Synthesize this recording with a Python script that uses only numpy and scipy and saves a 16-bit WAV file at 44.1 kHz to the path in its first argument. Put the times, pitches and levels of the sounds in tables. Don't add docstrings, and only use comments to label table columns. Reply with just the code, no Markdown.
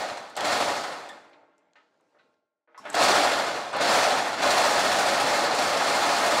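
import sys
import numpy as np
from scipy import signal
from scipy.fft import rfft, irfft
from scipy.io import wavfile
from scipy.ndimage import uniform_filter1d

SR = 44100
rng = np.random.default_rng(int(sys.argv[2]) if len(sys.argv) > 2 else 0)


def boost_factor(decibels):
    exponent = np.asarray(decibels, float) / 20
    return 10 ** exponent


def waveform_to_disk(signal):
    frames = np.transpose(np.atleast_2d(signal))
    scaled = np.clip(frames, -1, 1) * 32767
    samples = np.round(scaled).astype(np.int16)
    wavfile.write(sys.argv[1], SR, samples)


N = 282240
T = np.arange(N) / SR
HZ = np.fft.rfftfreq(N, 1 / SR)

# (frequency [Hz], width [Hz], level over the smooth spectrum [dB])
FRAME = [(98, 15, -4), (290, 60, -3), (584, 50, -2), (717, 50, -4), (815, 45, -4), (1282, 45, -5),
         (1444, 90, -7), (1745, 25, -5), (1845, 35, -3), (2140, 50, -5), (2461, 45, -6), (2707, 45, -6),
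         (3450, 90, -5), (4200, 400, -9), (4242, 35, -6), (4640, 70, -4), (4899, 16, -6), (5205, 30, -9),
         (5444, 20, -4), (5940, 45, -4), (6633, 16, -2), (6982, 40, -6), (7300, 600, -7), (8230, 30, -6),
         (8435, 70, -4), (12250, 450, -6)]
# (time [s], gain [dB])
GATE = [(2.33, 0), (2.45, -11), (2.67, -21), (2.69, -6)]


def evened(x):
    return x / np.sqrt(np.mean(x ** 2) + 1e-20)


def read(points, hz):
    f, value = np.transpose(points)
    return np.interp(np.log(hz + 1), np.log(f + 1), value)


def coloured(x, spectrum, modes):
    ringing = sum(boost_factor(db) / (1 + 2j * (HZ - hz) / width) for hz, width, db in modes)
    return irfft(rfft(x) * boost_factor(read(spectrum, HZ)) * (1 + ringing), N)


def layers(x, edges_hz):
    below = [0] + [1 / (1 + (HZ / hz) ** 4) for hz in edges_hz] + [1]
    return [evened(irfft(rfft(x) * (upper - lower), N)) for lower, upper in zip(below, below[1:])]


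def patchy(x, depth_db):
    z = signal.stft(x, nperseg=512, noverlap=384)[2]
    field = uniform_filter1d(rng.standard_normal(z.shape), size=5, axis=0)
    field = uniform_filter1d(field, size=14, axis=1)
    return signal.istft(z * boost_factor(depth_db * evened(field)), nperseg=512, noverlap=384)[1][:N]


def blows():
    # (first [s], last [s], rate [blows/s], slowing [blows/s^2])
    strokes = [
        (.006, .2, 13, 9.6),
        (0.371, .98, 13.5, 2.3),
        (2.938, 3.63, 14.2, 3.5),
        (3.728, 4.36, 13.6, 0.84),
        (4.425, 5.4, 14.3, .02),
        (5.435, 6.4, 13.8, .05),
    ]
    uneven_db, jitter_s = 1.5, 0.0018
    hits = []
    for first, last, per_s, slowing in strokes:
        t = np.arange(0, last - first, 1 / SR)
        count = np.floor(per_s * t - slowing * t ** 2 / 2)
        at = np.flatnonzero(np.diff(count, prepend=-1) > 0) / SR
        late, db = rng.standard_normal((16, 2))[:len(at)].T
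        hits += zip(abs(first + at + jitter_s * late), uneven_db * db)
    return hits


def force(lag, loss):
    # (start [s], full force [s], frame boom [dB], fall [dB/s], bend [dB/s^2])
    runs = [
        (-.4, -0.202, -24.5, 25.5, 27),
        (0.358, 0.527, -24.5, 11.5, 40),
        (2.937, 3.042, -19, 11.5, 20.5),
        (3.727, 3.955, -20, 22, 10.5),
        (4.355, 4.508, -21.5, 4.5, -2),
    ]
    # (time [s],
    # width [s], depth [dB])
    eases = [
        (.395, .01, 3.5),
        (.43, 0.011, 2),
        (3.775, .025, 3.5),
        (4.62, 0.072, -0.5),
        (5.0, .04, -0.5),
        (5.5, 0.037, 3),
        (5.78, 0.046, 1.5),
        (5.7, 0.62, -0.67),
    ]
    rise_db, attack_s = 11.5, 0.011
    levels = []
    for start, top, db, fall, bend in runs:
        after = (T - top).clip(0)
        short = ((top - T) / (top - start)).clip(0)
        level = boost_factor(db - lag * rise_db * short ** 2 - loss * (fall * after + bend * after ** 2))
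        levels.append(level * ((T - start) / attack_s).clip(0, 1))
    eased = sum(depth_db * np.exp(-.5 * ((T - s) / width) ** 2) for s, width, depth_db in eases)
    return np.max(levels, axis=0) * boost_factor(-eased * lag ** 2 / 2)


def throb(hits, rise_s, fall_s, between_db):
    s, db = np.transpose(hits)
    kicks = np.zeros(N)
    kicks[np.minimum(s * SR, N - 1).astype(int)] = boost_factor(db) ** 2
    t = T[:SR // 4]
    shake = np.exp(-t / fall_s) - np.exp(-t / rise_s)
    power = boost_factor(between_db) ** 2 + signal.oaconvolve(kicks, shake)[:N].clip(0)
    return np.sqrt(power / uniform_filter1d(uniform_filter1d(power, 5000), 5000))


def hammer(contacts_per_s=5000, spread_db=3.0, direct_db=-3):
    # (frequency [Hz], level [dB per Hz])
    steel_colour = [(18, -74.5), (30, -50), (86, -18), (252, -11), (287, -10), (355, -8), (540, -2.5),
                    (584, -0.5), (702, 1), (962, -1), (1460, -4.5), (3060, -12.5), (4300, -12), (9970, -27),
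                    (16000, -48)]
    # (time [s], strength [dB])
    slaps = [(.445, 3.5), (.512, 2), (2.9746, -4), (2.993, -7), (3.0339, 2), (3.8142, 9), (4.2766, 3),
             (4.3395, -7), (4.3849, 0), (4.4188, 3), (4.505, 3), (4.58, 2), (4.61, 0), (4.71, -13),
             (4.7929, 4), (4.9167, 1), (4.985, 4), (5.085, 4), (5.2, 5), (5.545, 3), (5.62, 0), (5.7712, 4),
             (5.845, -4), (6.06, 0), (6.26, 3), (6.3699, 1)]
    clatter_db, sizzle_db = -7.5, -13.5
    sizes = boost_factor(spread_db * np.minimum(rng.exponential(1, N), 5)) * rng.choice([-1., 1.], N)
    hail = evened(sizes * (rng.random(N) < contacts_per_s / SR))
    wash = rng.standard_normal(N)
    steel = coloured(boost_factor(direct_db) * hail + wash, steel_colour, FRAME)
    boom, clatter, sizzle = layers(patchy(steel, depth_db=1.0), (2150, 6500))
    hits = blows()
    boom = boom * throb(hits, 0.006, 0.051, -3.5)
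    clatter = clatter * throb(hits, 0.0023, 0.039, -1.7) * throb(slaps, 0.00084, 0.018, 4.3)
    sizzle = sizzle * throb(hits, 0.0052, .03, -1.5) * throb(slaps, .001, .012, 0)
    return (boom * force(lag=0.93, loss=1)
            + boost_factor(clatter_db) * clatter * force(lag=1.1, loss=1.19)
            + boost_factor(sizzle_db) * sizzle * force(lag=2.1, loss=1.48))


def shop():
    # (frequency [Hz], level [dB per Hz])
    murmur = [(24, -39), (60, -20.5), (150, -8), (300, -5), (600, -1.5), (1200, -4), (2300, -6.5),
              (4500, -18.5), (7500, -28.5), (10500, -39.5), (16000, -55.5)]
    # (frequency [Hz], width [Hz], level [dB])
    panels = [(298, 5.4, 8), (317, 6, 5.5), (427, 8, 3), (480, 8, 8.5), (560, 4.8, 4), (665, 13, 11),
              (820, 14, 9), (885, 23, 8), (1092, 11, 6.5), (1373, 7.4, 7.5), (1600, 12, 7.5),
              (1950, 20, -5.5)]
    # (time [s], level [dB])
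    windup = [(2.69, -82), (2.78, -61), (2.83, -50.5), (2.87, -42), (2.92, -39), (2.96, -33)]
    # ([dB], [dB], [dB], [dB])
    floor_db = (-80, -79.5, -93, -96.5)
    glow_db = (-70.5, -65, -77.5, -96)
    shuffle_db = (-83, -88, -104, -87.5)
    windup_db, windup_steep = (-4, 3.5, -7.5, -9), (1.2, 1, 0.91, 1.3)
    noise = coloured(rng.standard_normal(N), murmur, panels)
    parts = layers(patchy(noise, depth_db=2.0), (500, 2000, 5000))
    glow = boost_factor(-45 * abs(T - 1.34))
    shuffle = np.exp(-.5 * ((T - 2.14) / .18) ** 2)
    spin_db, top_db = np.interp(T, *np.transpose(windup), -140, -140), windup[-1][1]
    out = np.zeros(N)
    for part, still, hum, glove, spin, steep in zip(parts, floor_db, glow_db, shuffle_db, windup_db, windup_steep):
        drive = boost_factor(spin + top_db + steep * (spin_db - top_db))
        out += part * (boost_factor(still) + boost_factor(hum) * glow + boost_factor(glove) * shuffle + drive)
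    return out * boost_factor(np.interp(T, *np.transpose(GATE)))


def room():
    # (frequency [Hz], t60 [s])
    decay = [(100, .9), (500, 0.5), (2000, 0.27), (6000, 0.65), (14000, 0.54)]
    taps = np.zeros(SR)
    at = np.arange(200, SR - 20, 20)
    taps[at + rng.integers(0, 20, len(at))] = rng.choice([-1., 1.], len(at))
    hz, t, z = signal.stft(taps, SR, nperseg=256)
    tail = signal.istft(z * boost_factor(-60 * t / read(decay, hz)[:, None]), SR, nperseg=256)[1]
    return tail / np.linalg.norm(tail)


def knocks():
    # (time [s], peak [dB], centre [Hz], t60 [s])
    tick_rows = [(.173, -40, 6000, .08), (.298, -47, 9000, .05), (.354, -37, 4000, 0.04),
                 (1.187, -59, 5000, .03), (1.295, -65, 8000, .03), (1.33, -50, 2380, .1),
                 (1.58, -56, 6500, 0.016), (1.589, -71, 7040, 0.027), (1.734, -47, 4300, 0.0058),
                 (1.942, -69, 4070, .015), (1.975, -72, 4480, .015), (2.009, -60, 7500, .01),
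                 (2.34, -71, 3800, .026), (2.8535, -47, 7700, .02), (2.872, -54, 8500, .02),
                 (2.893, -46, 10000, .03), (2.9006, -26.5, 8500, 0.016), (2.9292, -34, 8000, 0.032),
                 (3.765, -32, 11000, .05)]
    # (time [s], peak [dB], centre [Hz], t60 [s])
    crack_rows = [(.3657, -23.5, 6000, 0.03), (0.3728, -24.5, 2500, 0.048), (0.4064, -25.5, 4500, 0.031),
                  (1.088, -39, 5000, 0.059), (2.777, -49.5, 5950, .2), (2.943, -24, 3000, 0.044),
                  (2.951, -19, 6000, .03), (3.729, -38, 2200, .05), (3.809, -21, 2000, .04)]
    # (time [s], peak [dB], frequency [Hz], t60 [s])
    ping_rows = [(.4075, -23, 3320, .037), (.44, -31, 4200, .06), (1.089, -50, 7300, .05),
                 (1.091, -39.5, 3500, 0.11), (1.092, -34.5, 1785, 0.11), (1.7565, -61, 2600, .08),
                 (2.19, -66, 3900, .2), (2.195, -56, 1510, .08), (2.7775, -50.5, 5400, 0.18),
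                 (2.779, -61, 6700, 0.17), (2.853, -32.5, 620, 0.12), (2.853, -44, 3450, .1),
                 (2.901, -35, 7840, 0.034), (3.728, -42, 8350, 0.068)]
    # (time [s], peak [dB], centre [Hz], echo [dB])
    bump_rows = [(1.422, -53, 650, -4), (1.7554, -48.5, 1300, 1), (1.757, -61, 2800, 0),
                 (1.925, -63.5, 604, -10), (2.0, -62, 600, 3), (2.122, -70, 704, 4), (2.147, -58, 850, 6.5),
                 (2.1863, -60, 1900, 1), (2.241, -65, 332, 0), (2.675, -57.5, 1000, 2), (2.68, -72, 450, 6),
                 (2.7452, -47, 1180, 2.5), (2.834, -51, 900, -4), (2.8528, -32, 1300, 2.5),
                 (3.73, -27, 900, -3), (2.8, -57, 250, 6)]
    # (frequency [Hz], gain [dB])
    air = [(20, 0), (8000, 0), (11500, -7), (16000, -22)]
    # t60 [s], bandwidth [octaves] or echo [dB]
    rows = [(*row, .6, -11) for row in tick_rows]
    rows += [(*row, 1.4, -8) for row in crack_rows]
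    rows += [(*row, .07, -7) for row in ping_rows]
    rows += [(s, db, hz, 0.16, 0.72, echo_db) for s, db, hz, echo_db in bump_rows]
    size = SR // 2
    t, hz, tail = T[:size], np.fft.rfftfreq(size, 1 / SR), room()[:size]
    out = np.zeros(N + size)
    for s, db, centre_hz, t60, octaves, echo_db in rows:
        grit = rng.standard_normal(size)
        colour = np.exp(-.5 * (np.log2((hz + 1) / centre_hz) / octaves) ** 2)
        envelope = boost_factor(db - 5.5 - 60 * t / t60) * (1 - np.exp(-t / .0004))
        burst = evened(irfft(rfft(grit) * colour, size)) * envelope
        echo = boost_factor(echo_db) * signal.fftconvolve(burst, tail)[:size]
        out[round(s * SR):][:size] += burst + echo
    return coloured(out[:N], air, FRAME)


def rings():
    # (frequency [Hz], level [dB], t60 [s])
    members = [(286, -7, 2.8), (335, -1.5, 1.8), (414, -12, 1.8), (470, 1, 1.16), (590, -2, 2.2),
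               (613, -2, 2.2), (635, -4, 1.47), (854, -11, 1.6), (1074, -8, 2), (1390, -3, 1.8),
               (1443, -11.5, 1.8), (1562, -6, 1.3), (2090, -3, 1.8)]
    # (time [s], level [dB], centre [Hz], reach [octaves])
    jolts = [
        (1.09, -59, 700, 2.1),
        (1.756, -71, 1000, .8),
        (2.145, -72.5, 500, 0.78),
        (2.19, -71, 1250, .35),
        (2.677, -64, 700, 1.05),
    ]
    out = np.zeros(N)
    hz, own_db, t60 = np.transpose(members)[:, :, None]
    for s, db, centre_hz, octaves in jolts:
        t = T[:min(N - round(s * SR), SR * 3 // 2)]
        reach = np.exp(-.5 * (np.log2(hz / centre_hz) / octaves) ** 2)
        sines = np.sin(2 * np.pi * (hz * t + rng.random(hz.shape)))
        dying = reach * boost_factor(db + own_db - 60 * t / t60) * sines
        out[round(s * SR):][:len(t)] += dying.sum(0) * (1 - np.exp(-t / 0.0017))
    return out * boost_factor(0.43 * np.interp(T, *np.transpose(GATE)))


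def squeaks(length_s=0.01):
    # (time [s], from [Hz], to [Hz], level [dB])
    bites = [
        (2.7765, 1020, 1090, -39),
        (2.7875, 1000, 1150, -39),
    ]
    out, t = np.zeros(N), T[:round(length_s * SR)]
    for s, from_hz, to_hz, db in bites:
        turns = from_hz * t + (to_hz - from_hz) * t ** 2 / (2 * length_s)
        swell = np.sin(np.pi * t / length_s) ** .5
        out[round(s * SR):][:len(t)] += boost_factor(db) * swell * np.sin(2 * np.pi * turns)
    return out


def scene():
    return np.tile(hammer() + shop() + knocks() + rings() + squeaks(), (2, 1))


def roll_off(x):
    return signal.sosfilt(signal.butter(12, 16510, fs=SR, output="sos"), x)


def record(dry):
    # (time [s], level [dB])
    sag = [(1, -14.5), (2.9, -9.5), (3.1, -10), (3.4, -12), (4.5, -12.7), (5.0, -15)]
    # (frequency [Hz], gain [dB])
    response = [(15, -27.5), (45, -13.5), (90, -4), (200, 0), (11000, -1), (13000, -1), (15700, 3)]
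    edge_hz, slope_hz, hardness = 15770, 70, 5
    ceiling = boost_factor(np.interp(T, *np.transpose(sag)))
    squeezed = dry / (1 + abs(dry / ceiling) ** hardness) ** (1 / hardness)
    band = np.sin(np.pi / 2 * ((edge_hz - HZ) / slope_hz).clip(0, 1)) ** 2
    heard = irfft(rfft(squeezed) * boost_factor(read(response, HZ)) * band, N)
    return roll_off(heard)


dry = scene()
out = record(dry)
waveform_to_disk(out)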